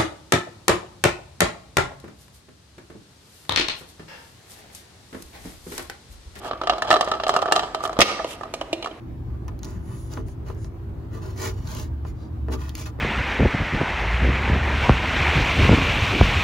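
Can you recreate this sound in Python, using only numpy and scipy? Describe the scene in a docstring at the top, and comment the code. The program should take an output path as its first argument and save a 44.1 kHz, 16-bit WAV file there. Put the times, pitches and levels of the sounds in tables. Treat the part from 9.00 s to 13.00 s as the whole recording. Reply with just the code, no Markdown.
"""Cord through a painted board

Outdoors, close to a two-port microphone, a braided cord is poked and pulled through holes in a board.
The braid rasps on the rim of the hole and sets the board ringing; fingers slide on the cord, its hard
tip ticks, and hands knock the panel. Far behind, traffic rumbles and engines hum."""
import sys
import numpy as np
from scipy import signal
from scipy.fft import rfft, irfft
from scipy.io import wavfile
from scipy.ndimage import uniform_filter1d

SR = 44100
rng = np.random.default_rng(int(sys.argv[2]) if len(sys.argv) > 2 else 0)


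def pcm_store(signal):
    """Save signal as 16-bit PCM."""
    levels = np.round(np.clip(np.atleast_2d(signal), -1, 1) * 32767)
    wavfile.write(sys.argv[1], SR, levels.astype(np.int16).T)


N = 176400
T = np.arange(N) / SR
BLOW_S = .01  # a tick's or knock's level is its energy spread over this time

# Spectrum of far traffic and open air: f/Hz, relative level/dB
TRAFFIC_SPECTRUM = [(34, -17), (52, -3.5), (75, 3.5), (105, -7), (135, -7), (190, -16), (270, -13.5),
                    (370, -21), (500, -27), (1050, -31), (2200, -45.5), (9000, -63), (15500, -58.5)]
# Likeness of that background at the two ports: f/Hz, correlation
TRAFFIC_LIKENESS = [(100, 0.89), (200, 0.88), (380, 0.36), (700, 0)]
# Distant engine notes, a drone, a whine and a low throb: t/s, f/Hz, level/dB
ENGINE_DRONE = [(0, 330, -50), (2.8, 332.4, -50.5), (3.7, 312.8, -48.5), (4, 307, -50)]
ENGINE_WHINE = [(0, 368, -57.5), (1.7, 394, -52.5), (3.2, 396, -72.5)]
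ENGINE_THROB = [(0, 90.46, -52.5), (2.55, 94.52, -33.5), (2.698, 86.06, -46), (2.9, 78.43, -26.5),
                (3.25, 72.74, -42.5), (3.5, 68.85, -24.5), (3.7, 70.6, -36.5)]
# Spectrum of the reflections off hands, panel and ground: f/Hz, relative level/dB
REFLECTIONS = [(4000, 5.5), (7000, -3.5), (10000, -52)]
# Hard tip or braid catching on the board: t/s, level/dB, brightness/Hz
CORD_TICKS = [(.481, -48.5, 6840), (0.5913, -50, 8900), (.632, -41.5, 5000), (.646, -44, 8000),
              (0.652, -43.5, 7000), (.706, -52, 15000), (1.137, -45, 4500), (1.284, -55.5, 12000),
              (1.548, -59, 15000), (1.645, -52, 4970), (2.378, -49, 5500), (2.6737, -45, 4400),
              (2.709, -57, 5520), (2.749, -42, 11000), (2.797, -46, 6000), (3.6934, -40.5, 6500),
              (3.7525, -34, 4700)]
# Spectrum shared by those ticks: f/Hz, relative level/dB
TICK_SPECTRUM = [(1200, 3.5), (3200, 0.5), (6800, 5.5), (8600, -5.5), (15500, 4)]
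# Hands or tip bumping the panel: t/s, relative level/dB, brightness/Hz
PANEL_KNOCKS = [(0.481, -47.5, 5000), (.485, -44.5, 4530), (.633, -49, 3000), (1.17, -39.5, 1200),
                (1.174, -34.5, 1980), (1.189, -38.5, 594), (1.203, -45, 600), (1.284, -55, 5000),
                (1.5, -38, 2000), (1.646, -51, 3000), (3.05, -40.5, 1930), (3.484, -35, 1730),
                (3.497, -33.5, 400), (3.514, -34, 500), (3.989, -40, 700)]
# Clear modes of the board: f/Hz, relative level/dB, t60/s
BOARD_MODES = [(258, 2.5, 0.22), (330, -1, 0.1), (377.7, 3, 0.28), (440.8, 0.5, 0.28), (612, 0.5, 0.096),
               (888.5, 0, 0.051), (1017, 3.5, 0.088), (1179, -4, 0.091), (1438, 4.5, 0.022),
               (1783, -2.5, 0.049), (1867, -0.5, 0.024), (2561, -5.5, 0.046), (2900, -11.5, 0.061)]
# Spectrum of the board's dense ring and clack: f/Hz, relative level/dB
WOOD_SPECTRUM = [(100, -34.5), (280, 9), (700, 0), (1250, 0.5), (1900, -14), (8000, -26)]
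# Cord dragged through a hole, or over the board's top edge, where it sounds thinner, with less bass:
# t/s, rise/s, fall/s, rasp level/dB, board level/dB, board low cut/Hz
CORD_PULLS = [(0.599, 0.049, 0.25, -57.5, -44, 200), (0.848, 0.06, 0.13, -63, -45, 300),
              (1.085, 0.042, 0.12, -46.5, -41.5, 392), (1.436, 0.044, 0.09, -53, -42, 249),
              (2.095, 0.053, 0.097, -51.5, -40.5, 197), (2.203, 0.033, 0.21, -49.5, -41, 150),
              (2.344, 0.11, 0.079, -31.5, -30, 310), (2.471, 0.074, 0.39, -54.5, -49.5, 244),
              (2.631, 0.088, 0.089, -40.5, -38, 414), (2.709, 0.08, 0.11, -39.5, -41.5, 417),
              (3.032, 0.054, 0.044, -50, -51.5, 505), (3.497, 0.038, 0.033, -37.5, -30, 260),
              (3.545, 0.081, 0.15, -48.5, -36.5, 1130), (3.727, 0.072, 0.08, -39.5, -38.5, 809.5),
              (3.851, 0.0047, 0.061, -42.5, -33.5, 805)]
# Spectrum of braid on the rim: f/Hz, relative level/dB
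RASP_SPECTRUM = [(300, -21.5), (1500, -1), (2600, 0), (3600, -2), (5200, 2.5), (7500, 6), (9200, -3.5),
                 (15500, -1)]
# Fingers sliding along the cord: t/s, rise/s, fall/s, level/dB, zip f/Hz
FINGER_SLIDES = [(0.63, 0.025, 0.17, -52.5, 7050), (.76, 0.21, 0.28, -51.5, 10000),
                 (1.248, 0.037, 0.087, -54.5, 8900), (1.532, 0.11, 0.06, -54.5, 8100),
                 (3.13, 0.097, 0.086, -61.5, 4760)]
# Spectrum of skin on braid: f/Hz, relative level/dB
SKIN_SPECTRUM = [(500, -7), (2000, 2.5), (4200, 4.5), (7000, 17.5), (11500, 4.5), (15500, 1)]


def amp(db):
    """Decibels to gain."""
    return 10 ** (np.asarray(db) / 20)


def unit(x):
    """Scales to rms 1."""
    return x / np.sqrt(np.mean(x ** 2) + 1e-20)


def read(points, hz):
    """Reads a spectrum on a log-frequency axis."""
    f, value = np.transpose(points)
    return np.interp(np.log(hz + 1), np.log(f), value)


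def colour(x, points):
    """Causal filter of unit energy with the given spectrum."""
    log_gain = np.log(amp(read(points, abs(np.fft.fftfreq(2048, 1 / SR)))))
    minimum_phase = np.exp(np.conj(signal.hilbert(log_gain)))
    taps = np.fft.ifft(minimum_phase).real[:1024]
    taps /= np.linalg.norm(taps)
    return signal.fftconvolve(np.atleast_2d(x), taps[None], axes=1)[:, :x.shape[-1]]


def wander(rate_hz):
    """Random drift of rms 1, mostly slower than rate_hz."""
    rolloff = 1 + (np.fft.rfftfreq(N, 1 / SR) / rate_hz) ** 4
    return unit(irfft(rfft(rng.standard_normal(N)) / rolloff, N))


def add(mix, start, sound, response):
    """Adds a sound at its start time, played through a two-channel response."""
    heard = signal.fftconvolve(np.atleast_2d(sound), response, axes=1)
    part = mix[:, round(start * SR):][:, :heard.shape[1]]
    part += heard[:, :part.shape[1]]


def ports(wet_db, lag_s=.000186, in_step_below_hz=5450, t60_s=0.043, size=4096):
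    """Path to the microphone: the left port leads in the treble; near surfaces add short reflections."""
    t, hz = T[:size], np.fft.rfftfreq(size, 1 / SR)
    tail = rng.standard_normal((2, size)) * amp(-60 * t / t60_s) * (t > .0005)
    tail /= np.linalg.norm(tail, axis=1, keepdims=True)
    reflected = rfft(tail) * amp(read(REFLECTIONS, hz) + wet_db)
    direct = np.exp(-2j * np.pi * np.maximum(hz - in_step_below_hz, 0) * lag_s * np.array([[-.5], [.5]]))
    common_delay = np.exp(-2j * np.pi * hz * 2 * lag_s)
    return unit(irfft((direct + reflected) * common_delay, size)) / np.sqrt(size)


def far_traffic(level_db=-33.5, patch_db=1.8, flutter_db=.6):
    """Low rumble of far traffic with a thin airy hiss, drifting in patches."""
    frames, hz = N // 512 + 5, np.fft.rfftfreq(2048, 1 / SR)
    noise = rng.standard_normal((frames, len(hz), 5)).T
    left, unrelated = noise[0] + 1j * noise[1], noise[2] + 1j * noise[3]
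    likeness = read(TRAFFIC_LIKENESS, hz)[:, None]
    right = likeness * left + np.sqrt(1 - likeness ** 2) * unrelated
    patches = unit(uniform_filter1d(uniform_filter1d(noise[4], size=10, axis=0), size=9, axis=1))
    spectra = np.array([left, right]) * amp(read(TRAFFIC_SPECTRUM, hz)[:, None] + patch_db * patches)
    rumble = signal.istft(spectra, nperseg=2048, noverlap=1536)[1][:, :N]
    return unit(rumble) * amp(level_db + flutter_db * wander(21.0))


def far_engines(hum_hz=117.36, hum_db=-41.5, drift_hz=1.685, waver=0.26):
    """Distant engines, centred: three gliding notes and a held hum, all wavering in pitch and level."""
    out = np.zeros(N)
    for note in (ENGINE_DRONE, ENGINE_WHINE, ENGINE_THROB, [(0, hum_hz, hum_db)]):
        times, hz, db = np.transpose(note)
        cycles = np.cumsum(np.interp(T, times, hz) + drift_hz * wander(5.6)) / SR
        level = amp(np.interp(T, times, db)) * (1 + waver * wander(14))
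        out += np.sqrt(2) * level * np.sin(2 * np.pi * cycles)
    return out


def cord_ticks(snap=2.5, decay_s=0.00056, size=256):
    """Each catch of the cord is a snap and a tiny scratch that dies in a millisecond or two."""
    out = np.zeros((2, N))
    for start, db, hz in CORD_TICKS:
        scratch = rng.choice([-1, 1], size) * np.exp(-T[:size] / decay_s)
        scratch[0] = snap
        tick = signal.lfilter(*signal.iirpeak(hz, 1, SR), scratch)
        add(out, start, amp(db) * np.sqrt(BLOW_S * SR) * tick / np.linalg.norm(tick), ports(wet_db=-4.5))
    return colour(out, TICK_SPECTRUM)


def board_ring(dense_db=-6, dense_t60_s=0.13, port_phase_rad=0.93, size=10000):
    """Response of the panel: clear modes over a short dense ring, a little different at each port."""
    t = T[:size]
    phases = rng.choice([-1, 1], len(BOARD_MODES)) * port_phase_rad * np.array([[-1], [1]]) / 2
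    modes = sum(amp(db - 60 * t / t60) * np.sin(2 * np.pi * hz * t + phases[:, k:k + 1])
                for k, (hz, db, t60) in enumerate(BOARD_MODES))
    dense = colour(rng.standard_normal((2, size)) * amp(-60 * t / dense_t60_s), WOOD_SPECTRUM)
    return unit(unit(modes) + amp(dense_db) * unit(dense)) / np.sqrt(size)


def panel_knocks(ring, weight_db=4.0, clack_db=-5.5, clack_t60_s=0.027):
    """A blow gives a woody clack and rings the board; the softer the contact, the duller the knock."""
    out, t = np.zeros((2, N)), T[:ring.shape[1]]
    for start, db, hz in PANEL_KNOCKS:
        burst = rng.choice([-1, 1], len(t)) * amp(-60 * t / clack_t60_s)
        clack = unit(colour(burst, WOOD_SPECTRUM)) / np.sqrt(len(t))
        softness = np.exp(-2 * np.pi * hz / SR)
        blow = signal.lfilter([1 - softness], [1, -softness], ring + amp(clack_db) * clack)
        # a bright tap hardly drives the low modes
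        blow = signal.lfilter(*signal.butter(2, hz * 0.17, "high", fs=SR), blow)
        add(out, start, amp([db + weight_db]) * np.sqrt(BLOW_S * SR), blow / np.linalg.norm(blow[0]))
    return out


def braid_slips(slips_per_s=5700, judder_hz=116, judder_db=1.6, uneven_hz=22, uneven_db=.7):
    """Countless tiny slips of the braid, clumped by judder and by the uneven pull of the hand."""
    slips = (rng.random(N) < slips_per_s / SR) * rng.choice([-1, 1], N)
    return unit(slips * amp(judder_db * wander(judder_hz) + uneven_db * wander(uneven_hz)))


def stroke(slips, start, rise, fall):
    """The slips of one hand movement: it speeds up smoothly, then eases off."""
    ramp = np.interp(T, start + np.cumsum([0, rise, fall]), [0, 1, 0])
    speed = np.sin(np.pi / 2 * ramp) ** 2
    return (slips * speed)[speed > 0]


def cord_pulls(ring):
    """Each pull rasps at the rim and drives the board; reflections off the hands change as they move."""
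    slips, rasp, board = braid_slips(), np.zeros((2, N)), np.zeros((2, N))
    for start, rise, fall, rasp_db, board_db, low_hz in CORD_PULLS:
        drag = stroke(slips, start, rise, fall)
        travel = np.linspace(0, 1, len(drag))
        for fade in (travel, travel[::-1]):  # crossfade between two sets of reflections
            add(rasp, start, drag * fade * amp(rasp_db), ports(wet_db=3.5))
        drive = signal.lfilter(*signal.butter(2, low_hz, "high", fs=SR), drag)
        add(board, start, drive * amp(board_db), ring)
    return colour(rasp, RASP_SPECTRUM) + board


def finger_slides(zip_share=0.63, zip_width_hz=1700):
    """Skin on the braid, close up: a soft hiss and a fuzzy zip with its own pitch for each slide."""
    out = np.zeros((2, N))
    hiss = colour(braid_slips(), SKIN_SPECTRUM)[0]
    for start, rise, fall, db, hz in FINGER_SLIDES:
        zipping = unit(signal.lfilter(*signal.iirpeak(hz, hz / zip_width_hz, SR), rng.standard_normal(N)))
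        friction = np.sqrt(1 - zip_share) * hiss + np.sqrt(zip_share) * zipping
        add(out, start, amp(db) * stroke(friction, start, rise, fall), ports(wet_db=2.0))
    return out


def scene():
    """Cord, hands and board close to the microphone; traffic and engines far behind."""
    ring = board_ring()
    close = cord_pulls(ring) + finger_slides() + cord_ticks() + panel_knocks(ring)
    return close + far_traffic() + far_engines()


def record(dry, low_cut_hz=32, top_hz=15850):
    """The recorder's low cut and band limit."""
    dry = signal.lfilter(*signal.butter(3, low_cut_hz, "high", fs=SR), dry)
    band_limit = signal.firwin(511, top_hz, window=("kaiser", 9), fs=SR)
    return signal.oaconvolve(dry, band_limit[None], "same")


dry = scene()
out = record(dry)
pcm_store(out)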